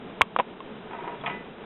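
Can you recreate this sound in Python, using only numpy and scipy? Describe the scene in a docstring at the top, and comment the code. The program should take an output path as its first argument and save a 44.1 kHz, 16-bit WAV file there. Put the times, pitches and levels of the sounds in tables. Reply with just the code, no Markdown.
"""A tin toy car is handled on a wooden floor in a quiet room, close to a hand-held microphone.
First come dry clicks, probably the grip shifting on the microphone's casing: damped modes with grit noise.
Then fingers rub (wavering coloured noise) and tap the toy's wire key; the tin rattles and rings (noise and
modes), and the steel key and its works tick and ping (single modes). During the later taps a soft low tone
comes and goes (a sine). Low, nearly steady room noise with some hiss lasts throughout."""
import sys
import numpy as np
from scipy import signal
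from scipy.fft import rfft, irfft, next_fast_len
from scipy.io import wavfile
from scipy.ndimage import map_coordinates

SR = 44100
rng = np.random.default_rng(int(sys.argv[2]) if len(sys.argv) > 2 else 0)


def put_to_file(sound):
    """Save the sound as 16-bit audio at rate SR, in the file named by the first command-line argument."""
    columns = np.atleast_2d(sound).T  # one column per channel
    safe = np.clip(columns, -1, 1)
    whole_steps = np.round(safe * 32767)
    wavfile.write(sys.argv[1], SR, whole_steps.astype(np.int16))


N = 72765
BAND_HZ = 3930  # upper edge of the narrow band


def amp(db):
    """Level to amplitude: 20 dB is a factor of ten."""
    return 10 ** (np.asarray(db) / 20)


def unit(x):
    """Normalisation of the mean power: x scaled to rms 1."""
    return x / np.sqrt(np.mean(x ** 2) + 1e-20)


def filtered(x, response):
    """Linear filtering: the spectrum of x is multiplied by a response of frequency."""
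    size = next_fast_len(x.shape[-1] + 8192)
    spectrum = rfft(x, size) * response(np.fft.rfftfreq(size, 1 / SR))
    return irfft(spectrum, size)[..., :x.shape[-1]]


def low_cut(x, hz):
    """Radiation efficiency: bodies small against the wavelength radiate little bass."""
    return signal.sosfilt(signal.butter(2, hz, "highpass", fs=SR, output="sos"), x)


def noise(points, tilt_db=0):
    """Spectral shaping: white noise takes a colour at rms 1, then a tilt in dB per octave about 1 kHz."""
    f, db = np.transpose(points)

    def colour(hz):
        level_db = np.interp(np.log(hz + 1), np.log(f + 1), db)
        return amp(level_db) * (hz < BAND_HZ + 200)

    coloured = unit(filtered(rng.standard_normal(N), colour))
    # the tilt stays constant below 500 Hz
    return filtered(coloured, lambda hz: amp(tilt_db * np.log2(np.maximum(hz, 500) / 1000)))


def wobble(rate):
    """Slow random modulation: a smooth curve through random knots, rate of them a second."""
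    return map_coordinates(rng.standard_normal(400), [np.arange(N) * rate / SR], mode="wrap")


def since(s):
    """Causality: seconds since an onset, zero before it."""
    return np.maximum(np.arange(N) / SR - s, 0)


def ring(modes, t, length=1):
    """Modal superposition: a sum of sines, each decaying by 60 dB in t60 * length."""
    return sum(amp(db - 60 * t / (t60 * length)) * np.sin(2 * np.pi * hz * t) for hz, db, t60 in modes)


def casing_clicks():
    """Modal excitation: each contact drives the casing's short-lived modes in its own mix, with slip noise."""
    # dry clicks; both ratios act on the knock modes, the pitch ratio also shortens their decay:
    # start_s, knock_db, pitch_ratio, length_ratio, snap_db, thud_db, grit_db
    clicks = [(0.2105, -1, .99, 0.87, -44.5, -25.5, -26.5), (0.2173, -14, 1.1, 2, -0.5, -50.5, -21),
              (0.3632, -1.5, 1.1, 0.4, -26, -29.5, -27), (0.3883, -18, .96, 0.56, -22, -16, -15.5),
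              (0.3921, -20.5, 0.74, 0.5, -31, -22.5, -31.5), (0.3984, -8.5, .95, 1.22, -30, -14.5, -17),
              (0.4023, -24.5, 0.93, 1.45, -32.5, -30.5, -23.5), (.6045, -24.5, 1.042, 1.13, -36, -58, -40)]
    # main knock of the casing, before the ratios: frequency_hz, level_db, t60_s
    knock_modes = [(647, -16, .014), (865, -15, 0.033), (1019, -2, 0.025), (1273, -9.5, 0.0082)]
    # snap of a hard contact: frequency_hz, level_db, t60_s
    snap_modes = [(1640, -2.5, 0.0045), (2250, 1.5, 0.0058), (2690, -14.5, 0.013), (3220, -16.5, 0.021)]
    # hollow thud of the casing: frequency_hz, level_db, t60_s
    thud_modes = [(270, -10, 0.031), (561, -3.5, 0.045), (682, -2, 0.028), (770, -15, 0.037)]
    # colour of the grit as a contact slips: frequency_hz, level_db
    grit_colour = [(200, -15.5), (400, -19), (650, 11.5), (1200, 7.5), (1700, -1.5), (2300, 4), (2650, 5),
                   (2950, 4.5), (3200, 1), (3400, -4), (3900, -14.5)]
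    # the hardest click also jolts the microphone: start_s, level_db, frequency_hz, t60_s
    jolt_table = [(0.2192, -27, 101, 0.047)]
    rise_s = 0.00039
    grit_t60_s, grit_tail_db, grit_tail_t60_s = 0.018, -18, 0.073
    casing_low_hz, snap_low_hz = 195, 750  # little of the casing sounds below the first; the snap is kept above the second

    knocks, snaps = np.zeros((2, N))
    for s, knock_db, pitch, length, snap_db, thud_db, grit_db in clicks:
        t = since(s)
        knock = amp(knock_db) * ring(knock_modes, t * pitch, length)
        thud = amp(thud_db) * ring(thud_modes, t)
        slip = amp(-60 * t / grit_t60_s) + amp(grit_tail_db - 60 * t / grit_tail_t60_s)
        grit = amp(grit_db) * slip * noise(grit_colour)
        knocks += (knock + thud + grit) * (1 - np.exp(-t / rise_s))
        snaps += amp(snap_db) * ring(snap_modes, t)
    jolts = sum(ring([(hz, db, t60)], since(s)) for s, db, hz, t60 in jolt_table)
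    return low_cut(knocks, casing_low_hz) + low_cut(snaps, snap_low_hz) + jolts


def tin_taps():
    """Impact excitation: a tap gives short contact noise, the tin's modes and a rattle fading in the room."""
    # taps on the toy; sustain is the level of ring and rattle against the contact:
    # start_s, level_db, tilt_db_per_octave, sustain_db
    taps = [(.911, -40, -1.5, 4.5), (.933, -28.5, -3, -5), (.947, -33.5, -9.5, 2), (.988, -36, -6, 5),
            (1.037, -31, -8, 2), (1.077, -26.5, -5.5, 0.5), (1.121, -39.5, -22.5, -1),
            (1.2385, -27, -6, 0.5), (1.2613, -22, 4.5, -1.5), (1.2755, -23, -0.5, -3.5),
            (1.298, -30.5, 4, 0.5), (1.583, -45, 3, -5)]
    # modes of the tin body, before tilt and scatter: frequency_hz, level_db, t60_s
    tin_modes = [(694, -7, 0.2), (878, -14, 0.13), (959, 0, 0.24), (1003, -9.5, 0.24), (1280, -4, 0.15),
                 (1484, -18.5, 0.48), (1782, -16.5, 0.44), (1997, -14.5, 0.39), (2293, -7.5, 0.082),
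                 (2465, -18, 0.43), (2790, -36.5, .2), (3190, -30.5, 0.16), (3610, -34, 0.28)]
    # colour of contacts and loose rattle in the room, before tilt: frequency_hz, level_db
    clatter_colour = [(100, -24), (400, -9), (700, 3.5), (1000, 11.5), (1400, -5), (1900, 0.5),
                      (2450, -2.5), (3200, -6.5), (3900, -26)]
    ring_db, contact_db, contact_t60_s = -6.5, -7, 0.046
    rattle_db, rattle_t60_s = -14.5, 0.29
    tin_low_hz = 345  # little is radiated below this

    out = np.zeros(N)
    for s, db, tilt_db, sustain_db in taps:
        t = since(s)
        # each tap scatters the pitch and level of the modes a little
        scatter = rng.standard_normal((len(tin_modes), 2))
        modes = []
        for (hz, level_db, t60), (a, b) in zip(tin_modes, scatter):
            mode_db = level_db + tilt_db * np.log2(hz / 1000) + 2 * b
            modes.append((hz * (1 + .002 * a), mode_db, t60))
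        contact = amp(contact_db - 60 * t / contact_t60_s)
        rattle = amp(sustain_db + rattle_db - 60 * t / rattle_t60_s)
        clatter = (t > 0) * (contact + rattle) * noise(clatter_colour, tilt_db)
        out += amp(db) * (amp(sustain_db + ring_db) * ring(modes, t) + clatter)
    return low_cut(out, tin_low_hz)


def key_pings():
    """Modal excitation of steel by steel: one bright damped mode for each contact."""
    # ticks and a ping of the steel key and its works: start_s, level_db, frequency_hz, t60_s
    ping_table = [(1.212, -32.5, 3380, 0.018), (1.2613, -17, 2520, 0.013), (1.286, -38.5, 1997, 0.51)]
    rise_s = 0.0011

    out = np.zeros(N)
    for s, db, hz, t60 in ping_table:
        t = since(s)
        out += ring([(hz, db, t60)], t) * (1 - np.exp(-t / rise_s))
    return out


def rubbing(rough_db=2):
    """Friction noise: fingers slide unevenly on the key and the body, so the level wavers."""
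    # course of the rubbing, before the roughness: time_s, level_db
    rub_level = [(.84, -53.5), (0.932, -42.5), (0.998, -45), (1.06, -40), (1.141, -41.5), (1.211, -46.5),
                 (1.32, -41.5), (1.449, -52), (1.571, -53.5), (1.65, -44)]
    # colour of the rubbing: frequency_hz, level_db
    rub_colour = [(150, -19), (300, 4.5), (350, 8), (450, 6), (520, -11), (700, -1), (790, -7.5),
                  (880, 1.5), (970, 0.5), (1060, -10.5), (1250, -2), (1400, -4), (1520, -2), (1750, -8.5),
                  (2400, -9), (3800, -22)]
    level_db = np.interp(np.arange(N) / SR, *np.transpose(rub_level))
    return amp(level_db + rough_db * wobble(110)) * noise(rub_colour)


def hum():
    """Pure tone under an envelope: a soft low sine comes and goes in the background."""
    start_s, end_s, fade_s = 1.175, 1.335, 0.029
    tone_hz, level_db = 140.1, -44
    t = since(start_s)
    swell = np.clip(np.minimum(t, end_s - start_s - t) / fade_s, 0, 1)
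    return amp(level_db) * swell * np.sin(2 * np.pi * tone_hz * t)


def room_noise(waver_db=1.2):
    """Stationary random noise: a low, nearly steady room sound with some hiss."""
    # course of the room noise, before the waver: time_s, level_db
    room_level = [(0, -42.5), (.18, -42), (.26, -43.5), (.52, -44), (.65, -42), (0.851, -43), (1.3, -42),
                  (1.65, -43.5)]
    # colour of the room noise: frequency_hz, level_db
    room_colour = [(25, -9.5), (50, -12.5), (70, -11), (105, -10.5), (150, -3), (205, 3.5), (260, 1),
                   (320, -5), (430, 1.5), (570, -5.5), (850, -7.5), (1500, -14), (1900, -17.5), (3200, -17),
                   (3850, -21)]
    level_db = np.interp(np.arange(N) / SR, *np.transpose(room_level))
    return amp(level_db + waver_db * wobble(14)) * noise(room_colour)


def scene():
    """Superposition: the pressures of all sources add at one microphone."""
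    return (casing_clicks() + tin_taps() + key_pings() + rubbing() + room_noise() + hum())[None]


def record(dry):
    """Band limiting, then overload: peaks beyond full scale are clipped, which adds overtones."""
    overload, top_hz = 1.0, 16000
    narrow = filtered(dry, lambda hz: np.clip((BAND_HZ - hz) / 300 + .5, 0, 1))
    return filtered(np.clip(narrow, -overload, overload), lambda hz: hz < top_hz)


dry = scene()
out = record(dry)
put_to_file(out)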